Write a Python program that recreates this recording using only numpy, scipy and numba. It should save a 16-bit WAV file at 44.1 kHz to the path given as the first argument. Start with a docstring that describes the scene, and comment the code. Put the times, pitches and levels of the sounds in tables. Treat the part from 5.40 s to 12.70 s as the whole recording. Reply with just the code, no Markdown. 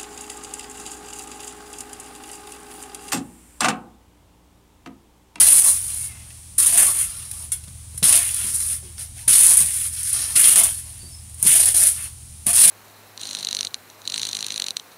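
"""In an open shed, a steel shovel turns wet mortar on the concrete floor.
Stick-slip friction of the edge over sand excites hiss, rasp and rumble; the steel blade resonates with them.
Blows ring the low modes of floor and heap, and knocks on bare steel ring the higher modes of the blade.
Behind, sine partials give a motor drone with mains hum, over soft outdoor noise; thin far chirps glide in pitch.
Decaying noise tails stand for the reflections of the shed, and a limiter holds the peaks."""
import sys
import numpy as np
from scipy import signal
from scipy.fft import rfft, irfft
from scipy.io import wavfile
from scipy.ndimage import uniform_filter1d, minimum_filter1d
from numba import njit

SR = 44100
rng = np.random.default_rng(int(sys.argv[2]) if len(sys.argv) > 2 else 0)


def materialize(psi):
    """Save the field psi as 16-bit PCM at rate SR to the path in sys.argv[1].

    A 1-D psi becomes a single channel; in a 2-D psi each row is a channel.
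    """
    bounded = np.clip(np.atleast_2d(psi).T, -1, 1)
    quanta = np.round(bounded * 32767).astype(np.int16)
    wavfile.write(sys.argv[1], SR, quanta)


N = 321930
TIME = np.arange(N) / SR  # s

# common level of motor drone and mains hum over time: (time [s], level [dB])
DRONE_LEVEL = [(.7, -44.5), (1.05, -47), (1.6, -47), (2.4, -43), (7.3, -45)]
# partials of the motor drone, with mains hum at 120 Hz: (frequency [Hz], level relative to the drone [dB])
DRONE_PARTIALS = [(52.3, -25), (78.2, -.5), (103.5, -9.5), (120, -7.5)]
# spectrum of the outdoor noise: (frequency [Hz], relative spectral density [dB])
OUTDOOR_SPECTRUM = [(20, -13), (45, 5), (65, 6), (105, 3), (150, -3.5), (220, -9.5), (450, -23.5),
                    (900, -20), (1500, -24.5), (2500, -20.5), (5000, -18.5), (7500, -14.5), (9600, -4),
                    (12000, -21.5), (15800, -27)]
# far chirps: (start [s], length [s], first frequency [Hz], last frequency [Hz], level [dB])
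CHIRPS = [(0.538, .3, 2250, 2035, -49), (0.555, 0.285, 2700, 2639, -55), (3.758, 0.067, 680, 885, -57),
          (3.82, 0.061, 960, 907, -50.5), (5.56, 0.193, 4520, 4640, -51), (5.678, 0.13, 5420, 5050, -48)]
# blade or lump of mortar thuds on the floor:
# (time [s], direct peak level [dB], pitch [Hz], 60 dB decay of the crumbling force [s])
THUDS = [(1.18, -36.5, 340, 0.04), (2.276, -37, 219, .05), (2.543, -36, 135, 0.048),
         (2.625, -19.5, 175, .11), (2.698, -35, 164, 0.11), (3.041, -36.5, 200, 0.52),
         (3.425, -42, 370, 0.23), (3.876, -28, 158, 0.14), (4.206, -30.5, 161, .064),
         (4.952, -35, 167, .087), (5.63, -40.5, 282, 0.2), (6.026, -31, 170, 0.068),
         (6.049, -22.5, 180, 0.17), (6.11, -34, 180, 0.13), (7.063, -25, 170, .12), (7.255, -19, 260, 0.1)]
# modes of floor and heap: (frequency [Hz], relative level [dB], 60 dB decay [s])
FLOOR_MODES = [(135.3, 2, 0.23), (161.3, -0.5, 0.088), (191.5, -10, 0.17), (258, -21, 0.23),
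               (350.4, -14, 0.23)]
# knocks on the empty blade: (time [s], level [dB])
KNOCKS = [(2.1213, -37.5), (3.605, -61)]
# modes of the empty blade: (frequency [Hz], relative level [dB], 60 dB decay [s])
EMPTY_BLADE_MODES = [(1505, -16, 0.4), (1780, -25, 0.41), (2200, -1, 0.085), (3380, -2, 0.21),
                     (3704, 0, 0.084), (4200, -7, .25), (5300, -6, .16), (7100, -14, .2)]
# the blade is driven into the heap, and the pitch of the hollow under it changes as it fills:
# (start [s], end [s], sand hiss [dB], blade rasp [dB], load rumble [dB], swell over the push [dB],
#  rasp pitch [Hz], first hollow pitch [Hz], last hollow pitch [Hz])
PUSHES = [(0, 0.073, -10, -25, -38.5, -1.5, 4500, 990, 900), (.07, .287, -8, -28, -39, 1.5, 3960, 860, 960),
          (1.183, 1.295, -15.5, -33, -44, -1.5, 3930, 1500, 870),
          (1.325, 1.425, -13.5, -31, -38, 5.5, 3330, 800, 930),
          (2.631, 2.772, -12, -26.5, -38.5, 1, 3500, 1220, 855),
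          (3.881, 4.206, -10.5, -29, -41.5, -5, 3430, 1260, 960),
          (4.958, 5.125, -10, -26.5, -37, 1.5, 2920, 1630, 1040),
          (5.16, 5.235, -10, -25, -34, -10, 3300, 960, 836),
          (6.068, 6.178, -10.5, -27.5, -42.5, 3, 3330, 1030, 720),
          (6.195, 6.29, -15.5, -32, -45, -1, 4140, 706, 730),
          (6.345, 6.485, -14.5, -31.5, -45, -3, 4140, 740, 790),
          (7.066, 7.101, -18, -34, -40.5, 2, 2900, 850, 855),
          (7.14, 7.3, -7, -23.5, -37.5, 16.5, 3950, 1120, 890)]
# the blade is drawn back lightly, or the wet load slides off it:
# (start [s], end [s], sand hiss [dB], blade rasp [dB], load rumble [dB], swell over the drag [dB],
#  rasp pitch [Hz], first hollow pitch [Hz], last hollow pitch [Hz])
DRAGS = [(.36, .648, -28, -46, -60, 1, 4300, 1200, 950), (.7, .98, -53.5, -57.5, -64, -9, 2780, 910, 840),
         (1.47, 1.51, -20, -37.5, -44.5, -0.5, 3300, 1050, 1110),
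         (1.55, 1.63, -21.5, -40, -51.5, 3, 3100, 1110, 1160),
         (1.69, 1.86, -36, -48, -56, -2.5, 3750, 1250, 1290),
         (1.9, 2.045, -35.5, -51, -60, 1.5, 4600, 1140, 900),
         (2.545, 2.58, -42, -60, -75, 7, 3770, 900, 1000),
         (2.83, 3.1, -24.5, -39, -52, 0, 3600, 1200, 1300),
         (3.135, 3.342, -24.5, -41, -54.5, -1, 4470, 1300, 1400),
         (3.45, 3.51, -47, -55.5, -68, -6, 3450, 1300, 1110),
         (3.605, 3.622, -30.5, -43, -60, -2, 4620, 900, 850),
         (3.78, 3.82, -38.5, -48, -64, -1.5, 4200, 845, 950),
         (4.26, 4.47, -23.5, -41, -56, 2, 3560, 1030, 1450),
         (4.535, 4.715, -26.5, -40.5, -74, 5, 5100, 1500, 1400),
         (4.74, 4.84, -24.5, -35, -48, 2.5, 4350, 1450, 1200),
         (4.88, 4.95, -28, -41, -51.5, 2, 4540, 1160, 1130),
         (5.29, 5.405, -29.5, -46.5, -68, -7, 3900, 905, 1050),
         (5.46, 5.73, -44, -57, -68, -8, 4700, 810, 696),
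         (6.005, 6.065, -23.5, -41.5, -51, 23.5, 3450, 1000, 1100),
         (6.55, 6.655, -31.5, -44.5, -55.5, 1, 3600, 1310, 1150)]
# the edge lands or catches on a stone: (time [s], hiss level [dB], rasp level [dB], 60 dB decay [s])
CATCHES = [(0.904, -40, -43, 0.032), (1.184, -12.5, -38, 0.071), (1.267, -9, -43, .06),
           (1.3745, -7, -28, 0.13), (1.913, -22.5, -36.5, .04), (2.1192, -15.5, -35.5, 0.12),
           (2.2383, -36, -47, .045), (2.28, -44, -46, 0.049), (2.5768, -22, -41.5, 0.042),
           (2.6278, -18, -22, 0.041), (2.6402, -4.5, -25, 0.035), (2.943, -17, -36, .035),
           (3.143, -19, -43, 0.13), (3.203, -15.5, -42, 0.024), (3.581, -34, -37.5, 0.026),
           (3.8813, -27, -30, 0.24), (3.9325, -20, -18, 0.015), (3.9594, -11, -36, 0.03),
           (4.135, -6.5, -42, 0.07), (4.1704, -4, -32, 0.088), (4.631, -16, -48, 0.025),
           (4.729, -13, -46, 0.047), (4.959, -24, -22, 0.13), (5.04, -12, -21, 0.15),
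           (5.1565, -8, -37, 0.088), (5.2344, -3.5, -33, 0.063), (5.8963, -32, -58, 0.019),
           (5.9437, -30, -52, 0.029), (6.0269, -5.5, -36, 0.022), (6.071, -5, -23, 0.2),
           (6.2566, -8, -32, .05), (6.366, -7, -27, .04), (6.4697, -3.5, -26, 0.12),
           (7.067, -7, -44, 0.016), (7.131, -12, -30, 0.041)]
# spectrum of the sand hiss: (frequency [Hz], relative spectral density [dB])
SAND_SPECTRUM = [(4500, -43), (6000, -21), (7200, -16), (8200, -9.5), (9000, -3), (9650, 2), (10300, -4),
                 (11200, -10.5), (12500, -17), (14000, -20), (15800, -27.5)]
# spectrum of the blade rasp before its hollow: (frequency [Hz], relative spectral density [dB])
RASP_SPECTRUM = [(800, -27.5), (1400, -1.5), (2200, -2), (3000, -4.5), (4200, -5), (5500, 1.5), (7000, -5),
                 (10000, -43)]
# spectrum of the load rumble before its hollow: (frequency [Hz], relative spectral density [dB])
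LOAD_SPECTRUM = [(90, -35.5), (170, 7), (280, 2.5), (380, 4.5), (470, -6.5), (650, 0.5), (1000, -7.5),
                 (1350, 2), (2200, -30.5)]
# resonances of the loaded blade: (mean frequency [Hz], bandwidth [Hz], relative level [dB])
LOADED_BLADE_MODES = [(588, 9.4, -11), (695.5, 21, -6.5), (740, 17, -30), (920, 30, -8.5), (1016, 42, -3.5),
                      (1136, 58, -6), (1385, 8.4, -9), (1519, 19, -12.5), (1807, 34, -7), (2063, 39, -8.5),
                      (2196, 25, -13.5), (2575, 134, -14), (2840, 113, -12), (3200, 47, -9.5),
                      (3340, 33, -13), (3540, 22, -8), (4106, 71, -6.5), (4300, 13, -26), (5500, 49, -13)]

PUSH_ATTACK_S, PUSH_RELEASE_DB_PER_S = 0.0049, 233
DRAG_ATTACK_S, DRAG_RELEASE_DB_PER_S = 0.038, 266
SHED_T60_S, SWING_PERIOD_S = 0.17, 1.688
LIMITER_CEILING, LIMITER_RELEASE_DB_PER_S = 0.95, 60.5
CUTOFF_HZ = 15650


def from_db(db):
    """Amplitude ratio: a level of 20 dB is a factor of ten."""
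    return 10 ** (np.asarray(db) / 20)


def rms_one(x):
    """Normalisation to unit mean power."""
    return x / np.sqrt(np.mean(x ** 2) + 1e-20)


def drift(rate_hz):
    """Random wander of spread 1: noise through a double-pole low-pass, run at a tenth of the sample rate."""
    r = np.exp(-20 * np.pi * rate_hz / SR)
    noise = rng.standard_normal(N // 10 + 8002)
    slow = signal.lfilter([1], [1, -2 * r, r * r], noise)[8000:]  # the filter has settled
    return np.interp(np.arange(N) / 10, np.arange(len(slow)), rms_one(slow))


def colour(x, spectrum):
    """Minimum-phase filtering: the folded cepstrum gives a causal response of unit energy."""
    size = 4096
    hz, db = np.transpose(spectrum)
    grid = np.maximum(np.arange(size // 2 + 1) * SR / size, 1)
    magnitude = from_db(np.interp(np.log(grid), np.log(hz), db))
    cepstrum = irfft(np.log(magnitude))
    cepstrum[1:size // 2] *= 2
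    cepstrum[size // 2 + 1:] = 0
    response = irfft(np.exp(rfft(cepstrum)))
    return signal.fftconvolve(x, response / np.linalg.norm(response))[:N]


def resonate(x, hz, width_hz):
    """Damped resonance: a pole pair whose radius sets the bandwidth, with gain 1 on top."""
    r = np.exp(-np.pi * width_hz / SR)
    zeros = np.array([1, 0, -1]) * (1 - r * r) / 2
    poles = [1, -2 * r * np.cos(2 * np.pi * hz / SR), r * r]
    return signal.lfilter(zeros, poles, x + 1e-18)


def surroundings(air_db, waver):
    """Line spectrum over broadband noise: drone and hum partials waver at one rate above outdoor noise."""
    drone_db = np.interp(TIME, *np.transpose(DRONE_LEVEL))
    warped_time = np.cumsum(1 + waver * drift(0.9)) / SR
    drone = np.zeros(N)
    for hz, db in DRONE_PARTIALS:
        amplitude = from_db(drone_db + db + 0.89 * drift(2.1)) * np.sqrt(2)
        drone += amplitude * np.sin(2 * np.pi * hz * warped_time)
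    air = colour(rng.standard_normal(N), OUTDOOR_SPECTRUM)
    return drone + from_db(air_db) * air


def chirps(waver):
    """Frequency modulation: thin glides waver in pitch and flutter in level."""
    out, wobble = np.zeros(N), 1 + waver * drift(103)
    for start, length, first_hz, last_hz, db in CHIRPS:
        part = np.clip((TIME - start) / length, 0, 1)
        hz = (first_hz + (last_hz - first_hz) * part) * wobble
        phase = 2 * np.pi * np.cumsum(hz) / SR
        out += from_db(db) * np.sin(np.pi * part) * np.sin(phase)
    return out * rms_one(from_db(3.9 * drift(40)))


def shed(x, wet_db):
    """Exponential reverberant decay: the sound moves in turn through four patterns of reflections."""
    t, reflections = TIME[:SR // 2], np.zeros(N)
    swing = 2 * np.pi * TIME / SWING_PERIOD_S
    for k in range(4):
        # the first reflections arrive after 4 ms
        tail = rng.standard_normal(len(t)) * from_db(-60 * t / SHED_T60_S) * (t > .004)
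        share = np.maximum(np.cos(swing + k * np.pi / 2), 0)
        reflections += signal.fftconvolve(x * share, tail / np.linalg.norm(tail))[:N]
    return x + from_db(wet_db) * reflections


def thuds():
    """Modal excitation: crumbling blows ring floor and heap, most of all the modes near their pitch."""
    out = np.zeros(N)
    t = TIME[:SR // 2]
    for s, peak_db, pitch_hz, crumble_s in THUDS:
        force = rng.standard_normal(len(t)) * from_db(-60 * t / crumble_s)
        thud = np.zeros(len(t))
        for hz, db, t60 in FLOOR_MODES:
            share = from_db(db - 24 * abs(np.log2(hz / pitch_hz)))  # 24 dB per octave of distance
            width_hz = np.log(1000) / (np.pi * t60)
            thud += share * resonate(force, hz, width_hz)
        thud *= from_db(peak_db) / np.abs(thud).max()
        start = int(s * SR)
        out[start:start + len(t)] += thud[:N - start]
    return out


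def clinks():
    """Impulse response: a knock on bare steel sets all its modes into free decay."""
    t, knocks = TIME[:SR // 2], np.zeros(N)
    for s, db in KNOCKS:
        knocks[int(s * SR)] = from_db(db)
    ring = np.zeros(len(t))
    for hz, db, t60 in EMPTY_BLADE_MODES:
        ring += from_db(db - 60 * t / t60) * np.sin(2 * np.pi * hz * t)
    return signal.fftconvolve(knocks, ring)[:N]


def strokes():
    """Power addition: overlapping movements set hiss, rasp and load [dB], rasp and hollow pitch [Hz]."""
    power, pitch, weight = np.full((3, N), 1e-12), np.zeros((2, N)), np.zeros(N)
    kinds = ((PUSHES, PUSH_ATTACK_S, PUSH_RELEASE_DB_PER_S),
             (DRAGS, DRAG_ATTACK_S, DRAG_RELEASE_DB_PER_S))
    for rows, attack_s, release in kinds:
        for start, end, hiss_db, rasp_db, load_db, swell_db, rasp_hz, first_hz, last_hz in rows:
            near = (TIME > start - attack_s) & (TIME < end + .5)
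            t, length = TIME[near] - start, abs(end - start)
            part = np.clip(t / length, 0, 1)
            onset = np.minimum(1 + t / attack_s, 1)
            effort = onset * from_db(swell_db * (part - .5) - release * np.maximum(t - length, 0))
            layers = (from_db([[hiss_db], [rasp_db], [load_db]]) * effort) ** 2
            power[:, near] += layers
            # where movements overlap, the pitch is their mean weighted by rasp power
            weight[near] += layers[1]
            pitch[0, near] += layers[1] * rasp_hz
            pitch[1, near] += layers[1] * first_hz * (last_hz / first_hz) ** part
    return 10 * np.log10(power), np.maximum(pitch / (weight + 1e-30), 1)


def catches():
    """Stick and release: envelopes of the hiss and rasp of each crunch, and of the hush before it."""
    hiss, rasp, stuck = np.zeros(N), np.zeros(N), np.zeros(N)
    for s, hiss_db, rasp_db, t60 in CATCHES:
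        after = (TIME >= s) & (TIME < s + 2 * t60)
        fade = from_db(-60 * (TIME[after] - s) / t60)
        hiss[after] += from_db(hiss_db) * fade
        rasp[after] += from_db(rasp_db) * fade
        stuck += np.interp(TIME - s, [-.022, -.012, 0, .001], [0, 1, 1, 0])
    return hiss, rasp, stuck


def grains(per_s, spread_db, bed):
    """Shot noise: sand grains crack at random, a few much harder, over a bed of fine friction."""
    sizes = from_db(spread_db * np.minimum(rng.exponential(1, N), 3.5))
    signs = rng.choice([-1, 1], N)
    struck = rng.random(N) < per_s / SR
    return rms_one(rms_one(sizes * signs * struck) + bed * rng.standard_normal(N))


def hollow(x, pitch_hz, focus_db, wander_octaves):
    """Cavity resonance: third-octave gains follow an unsteady gliding pitch while the power stays near 1."""
    centre = np.log2(pitch_hz) + wander_octaves * drift(11.6)
    out, power = np.zeros(N), np.zeros(N)
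    for k, hz in enumerate(160 * 2 ** (np.arange(18) / 3)):
        edges = hz * 2 ** (np.array([-1, 1]) / 6)
        band = signal.sosfilt(signal.butter(2, edges, "band", fs=SR, output="sos"), x)
        gain = from_db(-focus_db * np.minimum(np.abs(np.log2(hz) - centre), 1))
        out += (-1) ** k * band * gain  # neighbouring bands take opposite signs
        power += np.var(band) * gain ** 2
    return rms_one(out / np.sqrt(power))


@njit
def moving_mode(x, hz, width_hz):
    """Time-varying resonance: a damped rotating phasor turns at a new pitch on every sample."""
    r, state, out = np.exp(-np.pi * width_hz / SR), 0j, np.zeros(len(x))
    for i in range(len(x)):
        state = state * r * np.exp(2j * np.pi * hz[i] / SR) + x[i]
        out[i] = 2 * (1 - r) * state.real
    return out


def blade(x, ring_db, shift_db, detune):
    """Plate resonance: shifting load and contact keep changing the pitch and mix of the steel's modes."""
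    rings = np.zeros(N)
    for hz, width_hz, db in LOADED_BLADE_MODES:
        share = from_db(db + shift_db * np.tanh(drift(16.0)))
        rings += moving_mode(x * share, hz * (1 + detune * drift(2.7)), width_hz)
    return x + from_db(ring_db) * rings


def scrape(slip_db, chatter_db, lurch_db, stuck_db, rasp_share):
    """Stick-slip friction: the slips of the edge over sand drive hiss, rasp and rumble together."""
    (hiss_db, rasp_db, load_db), (rasp_hz, hollow_hz) = strokes()
    hiss_catch, rasp_catch, stuck = catches()

    # a hard push judders; sliding mortar is smoother
    pressure = np.interp(hiss_db, [-28, -14], [.6, 1])
    judder_db = lurch_db * drift(25) + slip_db * drift(85) + chatter_db * drift(200)
    slips_db = pressure * judder_db - stuck_db * stuck
    slips, soft_slips = rms_one(from_db(slips_db)), rms_one(from_db(rasp_share * slips_db))

    sand, grit = grains(7000, 2.7, bed=0.87), grains(1600, 2.4, bed=0.49)
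    sliding_sand = sand * from_db(hiss_db) * slips
    crunch = hiss_catch * rng.standard_normal(N)
    hiss = colour(sliding_sand + crunch, SAND_SPECTRUM)

    rasp = colour(grit + 0.76 * sand, RASP_SPECTRUM)
    rasp = hollow(rasp, rasp_hz, focus_db=7.0, wander_octaves=0.21)
    rasp *= np.hypot(from_db(rasp_db) * soft_slips, rasp_catch)

    load = hollow(colour(grit, LOAD_SPECTRUM), hollow_hz, focus_db=11, wander_octaves=0.067)
    load *= from_db(load_db) * soft_slips
    return hiss + blade(rasp + load, ring_db=7.0, shift_db=9.5, detune=0.019)


def scene():
    """Superposition: the shovel in the shed, over the drone, the outdoor noise and the chirps."""
    background = surroundings(air_db=-42.5, waver=0.0057)
    far = shed(chirps(waver=0.0124), wet_db=-4)
    scraping = scrape(slip_db=2.0, chatter_db=0.52, lurch_db=0.26, stuck_db=3.5, rasp_share=0.55)
    shovel = thuds() + clinks() + scraping
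    return (background + far + shed(shovel, wet_db=-9.5))[None]


def record(dry):
    """Peak limiting: loud peaks duck the whole sound, which recovers slowly; a steep low-pass follows."""
    over_db = 20 * np.log10(np.maximum(np.abs(dry) / LIMITER_CEILING, 1))
    recovery_db = LIMITER_RELEASE_DB_PER_S * TIME
    cut_db = np.maximum.accumulate(over_db + recovery_db, axis=-1) - recovery_db
    # the gain begins to fall just ahead of each peak
    gain = uniform_filter1d(minimum_filter1d(from_db(-cut_db), size=65), size=65)
    low_pass = signal.ellip(12, .1, 80, CUTOFF_HZ, fs=SR, output="sos")
    return signal.sosfilt(low_pass, dry * gain)


dry = scene()
out = record(dry)
materialize(out)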